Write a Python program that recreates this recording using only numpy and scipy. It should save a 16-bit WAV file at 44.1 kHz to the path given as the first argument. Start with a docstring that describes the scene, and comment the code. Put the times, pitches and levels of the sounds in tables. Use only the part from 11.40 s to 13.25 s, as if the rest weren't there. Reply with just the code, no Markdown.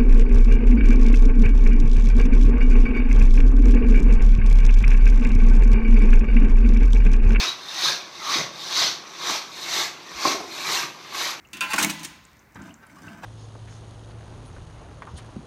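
"""In a kitchen sink, steel tongs clink and let go of a crab, which slides and clatters onto other
crabs in a steamer pot. Each impact excites the modes of the bodies in contact: shells crunch, the
pot rings and the basin booms. Wet shells tick as they settle. Then the tongs knock in the sink,
scrape along it by stick-slip friction and clank against the steel, over soft room noise."""
import sys
import numpy as np
from scipy import signal
from scipy.fft import irfft
from scipy.io import wavfile

SR = 44100
rng = np.random.default_rng(int(sys.argv[2]) if len(sys.argv) > 2 else 0)


def unload_audio(sound):
    """Save the sound as a 16-bit wav file, at the path given as the first command line argument."""
    columns = np.transpose(np.atleast_2d(sound))
    # keep every value between -1 and 1, then stretch to whole-number steps
    steps = np.round(np.clip(columns, -1, 1) * 32767)
    wavfile.write(sys.argv[1], SR, steps.astype(np.int16))


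N = 81585
T = np.arange(N) / SR
SLIPS_PER_S, TONGS_LOW_HZ = 1500, 960

# Table levels are relative; t60 is the time to decay by 60 dB.
# modes of the steel tongs: f/Hz, level/dB, t60/s
TONGS_MODES = [(1028.7, -8.5, 0.46), (1354, -5.5, 0.15), (1389, -5, 0.18), (1518, -12, 0.4),
               (1601, -10.5, 0.36), (2460, -4.5, 0.18), (2684, -1.5, 0.18), (2929, -12.5, 0.33),
               (3460, -13.5, 0.11), (3650, -9, 0.11), (4660, -9.5, 0.075), (5460, -23.5, 0.1),
               (6100, -14, 0.063), (6820, -14, 0.11), (8480, -16, 0.11), (9540, -20, 0.17),
               (11490, -21.5, 0.11)]
# responses of the tongs' contact, the shells and the basin: f/Hz, spectral level/dB, t60/s
TONGS_TICK = [(400, 2.5, 0.15), (800, -9, 0.12), (1360, 2, 0.49), (2670, 5, 0.3), (5240, -7.5, 0.062),
              (6800, -4.5, 0.031), (15800, -19, 0.086)]
SHELL_CRUNCH = [(300, -21, 0.014), (1250, -14.5, 0.14), (2470, 4, 0.058), (4930, -1, 0.051),
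                (6200, 3.5, 0.064), (9200, -2.5, 0.043), (9900, -6.5, 0.019), (16000, -12.5, 0.034)]
BASIN_BOOM = [(35, -29, 0.46), (62, -19, .4), (94, -7.5, .4), (143, -15, .35), (169, -2, .38),
              (334, -0.5, 0.33), (435, -12, 0.049), (1600, -34.5, 0.055)]


def amp(db):
    """Amplitude grows tenfold per 20 dB."""
    return 10 ** (np.asarray(db) / 20)


def unit(x):
    """Normalisation to unit energy."""
    return x / np.sqrt(np.sum(x ** 2) + 1e-20)


def add(mix, s, sound):
    """Superposition: a sound joins the mix at time s."""
    part = mix[max(round(s * SR), 0):][:len(sound)]
    part += sound[:len(part)]


def read(table, hz, column=1):
    """Interpolation of a table column along log frequency."""
    table = np.array(table)
    return np.interp(np.log(hz + 1), np.log(np.sort(table[:, 0])), table[:, column])


def high_pass(x, hz, order=3):
    """Attenuation below a cutoff, 6 dB per octave for each order."""
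    return signal.sosfilt(signal.butter(order, hz, "high", fs=SR, output="sos"), x)


def through(drive, response):
    """A linear system convolves its drive with its impulse response."""
    return signal.fftconvolve(drive, response)[:N]


def noise(table, size):
    """Random phases turn a spectrum into noise."""
    hz = np.fft.rfftfreq(size, 1 / SR)
    return unit(irfft(amp(read(table, hz)) * np.exp(2j * np.pi * rng.random(len(hz))), size))


def body(table, size=40960):
    """Modal overlap: dense resonances merge into noise, each band decaying at its own rate."""
    hz, t, bands = signal.stft(rng.standard_normal(size), SR, nperseg=128)
    t60 = np.maximum(read(table, hz, column=2), .002)[:, None]
    tail = signal.istft(bands * amp(-60 * t / t60) / np.sqrt(t60), SR, nperseg=128)[1]
    log_gain = np.log(amp(read(table, abs(np.fft.fftfreq(4096, 1 / SR)))))
    colour = np.fft.ifft(np.exp(np.conj(signal.hilbert(log_gain)))).real  # minimum phase
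    return unit(signal.fftconvolve(tail, colour[:len(colour) // 2]))


def tone(hz, width_hz):
    """A random walk in phase broadens a sine's spectral line."""
    drift = np.cumsum(rng.standard_normal(N)) * np.sqrt(2 * np.pi * width_hz / SR) if width_hz else 0
    return np.sin(2 * np.pi * hz * T + drift)


def modes(table, waver_hz=0):
    """Damped normal modes, neighbours in opposite phase; a shifting load can make them waver."""
    return sum((-1) ** k * amp(db - 60 * T / t60) * tone(hz, waver_hz)
               for k, (hz, db, t60) in enumerate(table))


def slips(per_s, size, spread_db=5):
    """Stick-slip friction: a random train of uneven impulses."""
    strength = amp(spread_db * np.minimum(rng.exponential(1, size), 3))
    return strength * rng.choice([-1, 1], size) * (rng.random(size) < per_s / SR)


def contacts(times, lengths, levels_db, lead_share=0.38, size=5000):
    """A rough impact splits its energy between one hard touch and a fading run of slips."""
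    force = np.zeros(N)
    for s, length, db in zip(times, lengths, levels_db):
        fade = np.exp(-(T[:size] / length) ** 2 / 2)
        run = np.sqrt(1 - lead_share) * unit(slips(SLIPS_PER_S, size) * fade)
        run[0] = np.sqrt(lead_share)
        add(force, s, amp(db) * run)
    return force


def pushes(times, levels_db):
    """An ideal impact is a single impulse."""
    force = np.zeros(N)
    for s, db in zip(times, levels_db):
        add(force, s, amp([db]))
    return force


def struck(times, lengths, levels_db, table, spots=4, size=40960):
    """Response depends on the driving point: impacts fall on several spots in turn."""
    forces = (contacts(times[k::spots], lengths[k::spots], levels_db[k::spots]) for k in range(spots))
    return sum(through(force, body(table, size)) for force in forces)


def dragged(force, table, spots=4, size=12288, dwell_s=.06):
    """A moving driving point excites the resonances of one spot after another."""
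    spot = (T / dwell_s).astype(int) % spots
    return sum(through(force * (spot == k), body(table, size)) for k in range(spots))


def background():
    """Stationary noise, strongest in the bass, with a faint pure tone high above it."""
    air_spectrum = [(30, -14), (50, 1.5), (215, -0.5), (500, -10), (890, -9.5), (2200, -10), (3100, -26),
                    (6500, -26.5), (9500, -31.5), (16000, -28.5)]  # room noise: f/Hz, spectral level/dB
    whine_tones = [(14950, -72.5)]  # steady whine: f/Hz, level/dB
    air = amp(-56.5) * np.sqrt(N) * noise(air_spectrum, N)
    return air + sum(amp(db) * np.sin(2 * np.pi * hz * T) for hz, db in whine_tones)


def wet_shells(size=1024, decay_cycles=9, fizz_per_s=70, fizz_fade_s=0.00093):
    """Settling shells emit damped transients, the higher the shorter, over a faint constant crackle."""
    ticks = [(.049, -41, 2770), (0.072, -50, 6640), (0.851, -42.5, 7050), (0.9927, -47.5, 6200),
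             (1.147, -46, 6600), (1.2202, -43, 6900), (1.293, -44, 2600), (1.307, -41, 2900),
             (1.3412, -40, 6700), (1.4677, -48, 9040), (1.497, -42, 2200), (1.568, -36, 1130),
             (1.68, -35.5, 2740)]  # single shell ticks: t/s, level/dB, centre f/Hz
    out, hz = np.zeros(N), np.fft.rfftfreq(size, 1 / SR) + 1
    for s, db, centre in ticks:
        width_hz = 900 * (centre / 6000) ** 2
        peak = np.exp(-((hz - centre) / width_hz) ** 2)
        skirt = amp(-26) * np.exp(-np.log2(hz / centre) ** 2)
        pop = irfft((peak + skirt) * np.exp(2j * np.pi * rng.random(len(hz))), size)
        age = T[:size] * centre / decay_cycles
        add(out, s, amp(db + 14) * unit(pop * np.sqrt(age) * np.exp(-age)))
    crackle = noise(SHELL_CRUNCH, size) * np.exp(-T[:size] / fizz_fade_s)
    return out + amp(-73.5) * np.sqrt(N) * unit(through(slips(fizz_per_s, N), crackle))


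def tongs():
    """Free vibration of the steel arms: the first two clinks ring brighter, the last two lower."""
    clinks = [(0.1317, -9.5, -20.5, 2600), (0.1698, -21, -21.5, 3000), (0.2078, 2.5, -8.5, 900),
              (0.235, -19, -21.5, 900)]  # touches: t/s, ring level/dB, tick level/dB, ring cutoff f/Hz
    ring = amp(-24.5) * modes(TONGS_MODES)
    tick = amp(11) * high_pass(body(TONGS_TICK), TONGS_LOW_HZ)
    out = np.zeros(N)
    for s, ring_db, tick_db, low_hz in clinks:
        add(out, s, amp(ring_db) * high_pass(ring, low_hz, order=2))
        add(out, s, amp(tick_db) * tick)
    return out


def crab_landing(snap_at_s=.4468, snap_s=0.002):
    """Impact excitation: legs, claws and back land in turn and drive shells, pot and basin."""
    # shell on shell and pot: t/s, crumble time/s, then level/dB of crunch, clack, pot ring, thump
    blows = [(.133, 0.022, -21, -56, -15.5, -9), (0.221, 0.017, -35, -8.5, -5, -9.5),
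             (0.3339, 0.0061, -6.5, 2, -2, 0.5), (0.36, 0.023, -8, -11, -15, -13),
             (0.3811, 0.0019, -26, 2, -20, 1.5), (0.3853, 0.009, 0.5, -6, -6.5, 2.5),
             (.398, 0.011, -4.5, -3, -12, 0.5), (.413, 0.0085, -5, -3.5, -8.5, -11),
             (.427, 0.0082, 3.5, -4, -4.5, 0), (.447, 0.005, -29, -4.5, -8.5, 4.5),
             (.492, 0.0065, -22, -12.5, -14, -14), (.4975, 0.0092, -4.5, -12, -14, -16),
             (0.594, 0.029, -20, -23, -23, -9), (.632, 0.0094, -13, -20, -25, -10),
             (0.6474, 0.0033, -9.5, -49, -16, -39)]
    shell_clack = [(100, -18.5, 0.027), (447, -11, 0.065), (648, -5.5, 0.12), (764, -15, 0.11),
                   (807, 0.5, 0.028), (1480, 0, 0.072), (2240, -3, 0.045), (3760, -12.5, 0.056),
                   (12000, -24.5, 0.015)]  # shell response: f/Hz, spectral level/dB, t60/s
    pot_wall = [(200, -10, 0.78), (437, -20, 0.65), (610, 4, 0.49), (720, -2.5, 0.83), (900, 5, 0.67),
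                (1370, 0.5, 1), (2570, 3.5, 0.89), (3850, -1, 1), (6900, -7.5, 1), (8300, -20, 0.12),
                (16000, -14, 0.23)]  # wall response: f/Hz, spectral level/dB, t60/s
    pot_modes = [(847.6, -1.5, 1), (876, -4, 1), (1003, 0, 0.65), (1034, 5, 0.87), (1205, -10, 0.22),
                 (1603, -6, 0.64), (1840, -2, 0.37), (1997, 0, 0.92), (2140, -8, 0.51), (4390, -5, 1),
                 (6650, -1, 0.74)]  # pot standing on the basin floor: f/Hz, level/dB, t60/s
    snap_spectrum = [(300, -23), (1200, -30), (2500, 6), (4600, -8), (8700, 4.5), (10500, -10), (16000, -3)]  # the back slapping down: f/Hz, spectral level/dB
    s, length, crunch_db, clack_db, ring_db, thump_db = np.transpose(blows)
    out = amp(5) * struck(s, length, crunch_db, SHELL_CRUNCH, size=8192)
    out += amp(4) * struck(s, length, clack_db, shell_clack, size=8192)
    out += struck(s, length, ring_db, pot_wall)
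    out += amp(-45.5) * through(pushes(s, ring_db), modes(pot_modes, waver_hz=5.4))
    snap = noise(snap_spectrum, 1024) * np.exp(-(T[:1024] / snap_s) ** 4)
    add(out, snap_at_s, amp(5) * unit(snap))
    add(out, snap_at_s, modes([(2200, -18, 0.045)]))  # the shell rings briefly
    return out + basin_thumps(s, length, thump_db)


def basin_thumps(times, lengths, levels_db, rise_s=0.0018):
    """Plate vibration: the low modes of the struck basin floor swell into a boom."""
    basin_modes = [(160.9, -6.5, 0.62), (183.6, -6, 0.29), (201.6, -0.5, 0.36), (257.3, -9.5, 0.28),
                   (283.6, -4, 0.33), (312, -3.5, 0.37), (333, -5, 0.28)]  # floor resonances: f/Hz, level/dB, t60/s
    ring = modes(basin_modes, waver_hz=2.8) * (1 - np.exp(-T / rise_s))
    boom = struck(times, lengths, levels_db, BASIN_BOOM, spots=2, size=20480)
    return amp(-37) * through(pushes(times, levels_db), ring) + amp(-9.5) * boom


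def crab_slide():
    """Sliding friction drives the pot wall, the tongs and the shell as the crab slips down."""
    envelope = [(.255, -47), (.292, -42), (.307, -27.5), (.326, -28.5), (.34, -71)]  # strength of the rubbing: t/s, level/dB
    level = amp(np.interp(T, *np.transpose(envelope), left=-140, right=-140))
    rub = unit(slips(SLIPS_PER_S, N)) * np.sqrt(N) * level
    wall = level * tone(hz=855, width_hz=8.6)
    steel = through(rub, body(TONGS_TICK)) + through(rub, unit(modes(TONGS_MODES)))
    shell = through(rub, body(SHELL_CRUNCH, size=8192))
    return amp(-5.5) * wall + amp(-2.5) * high_pass(steel, TONGS_LOW_HZ) + amp(-13) * shell


def tongs_in_sink(bass_top_hz=275):
    """Impacts and stick-slip friction of the tongs force the steel basin into vibration."""
    knocks = [(1.156, 0.004, -12, -5), (1.1907, 0.029, -17.5, -2.5), (1.206, 0.0053, -38, -7),
              (1.253, 0.0024, -19.5, -18), (1.279, 0.0024, -21.5, -23), (1.64, 0.0069, -20, -10.5),
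              (1.669, 0.005, -22, -10.5), (1.834, 0.023, -7.5, -13)]  # tongs on the basin: t/s, crumble time/s, steel level/dB, thump level/dB
    scrape = [(1.148, -55, -56), (1.285, -55, -46.5), (1.385, -62.5, -71), (1.419, -48, -61),
              (1.45, -53.5, -59), (1.476, -59.5, -53), (1.571, -55.5, -47.5), (1.615, -55, -48.5),
              (1.645, -48, -43.5), (1.72, -49.5, -47.5), (1.81, -55.5, -54), (1.83, -39, -42.5)]  # tongs dragging: t/s, scrape level/dB, rumble level/dB
    sink_sheet = [(99, -6, 0.26), (425, -10, 0.1), (636, 0, 0.16), (725, -0.5, 0.21), (860, -1.5, 0.17),
                  (1590, 2.5, 0.04), (1880, -7.5, 0.22), (2110, -8, 0.27), (3480, -17, 0.071),
                  (7000, -30, 0.037), (16100, -41, 0.12)]  # sheet steel response: f/Hz, spectral level/dB, t60/s
    sink_modes = [(608, -15, 0.21), (845, -6.5, 0.28), (1117, -9, 0.074), (1390, -9.5, 0.069),
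                  (2180, -7, 0.06)]  # its distinct resonances: f/Hz, level/dB, t60/s
    s, length, steel_db, thump_db = np.transpose(knocks)
    at, scrape_db, rumble_db = np.transpose(scrape)
    catches = unit(slips(per_s=700, size=N)) * np.sqrt(N)
    drag = catches * amp(np.interp(T, at, scrape_db, left=-120))
    press = catches * amp(np.interp(T, at, rumble_db, left=-120))
    steel = dragged(contacts(s, length, steel_db) + drag, sink_sheet)
    steel += amp(-34.5) * through(pushes(s, steel_db) + amp(-0.5) * drag, modes(sink_modes))
    rumble = dragged(press, BASIN_BOOM, spots=2)
    grit = amp(-13) * dragged(press, SHELL_CRUNCH, spots=2, size=4096)
    floor = through(pushes(s, thump_db), modes([(108, -36.5, 0.17)]))  # mode of the bare basin floor
    low_pass = signal.butter(2, bass_top_hz, fs=SR)
    bass = signal.lfilter(*low_pass, rumble + basin_thumps(s, length, thump_db))
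    return steel + grit + floor + bass


def kitchen(x, wet_db=-11, t60=0.35, delay_s=0.005):
    """Reverberation: reflections from hard surfaces form an exponentially decaying tail."""
    tail = rng.standard_normal(N) * amp(-60 * T / t60) * (T > delay_s)
    return x + amp(wet_db) * through(x, unit(tail))


def scene():
    """The sources superpose at one point just above the pot."""
    direct = wet_shells() + tongs() + crab_landing() + crab_slide() + tongs_in_sink()
    return (background() + kitchen(direct))[None]


def record(dry, low_hz=41.6, top_hz=15950):
    """Band limiting and soft saturation: the microphone drops both extremes and rounds the peaks."""
    rounded = np.tanh(high_pass(dry, low_hz, order=6))
    low_pass = signal.firwin(255, top_hz, window=("kaiser", 9), fs=SR)
    return signal.oaconvolve(rounded, low_pass[None], "same")


dry = scene()
out = record(dry)
unload_audio(out)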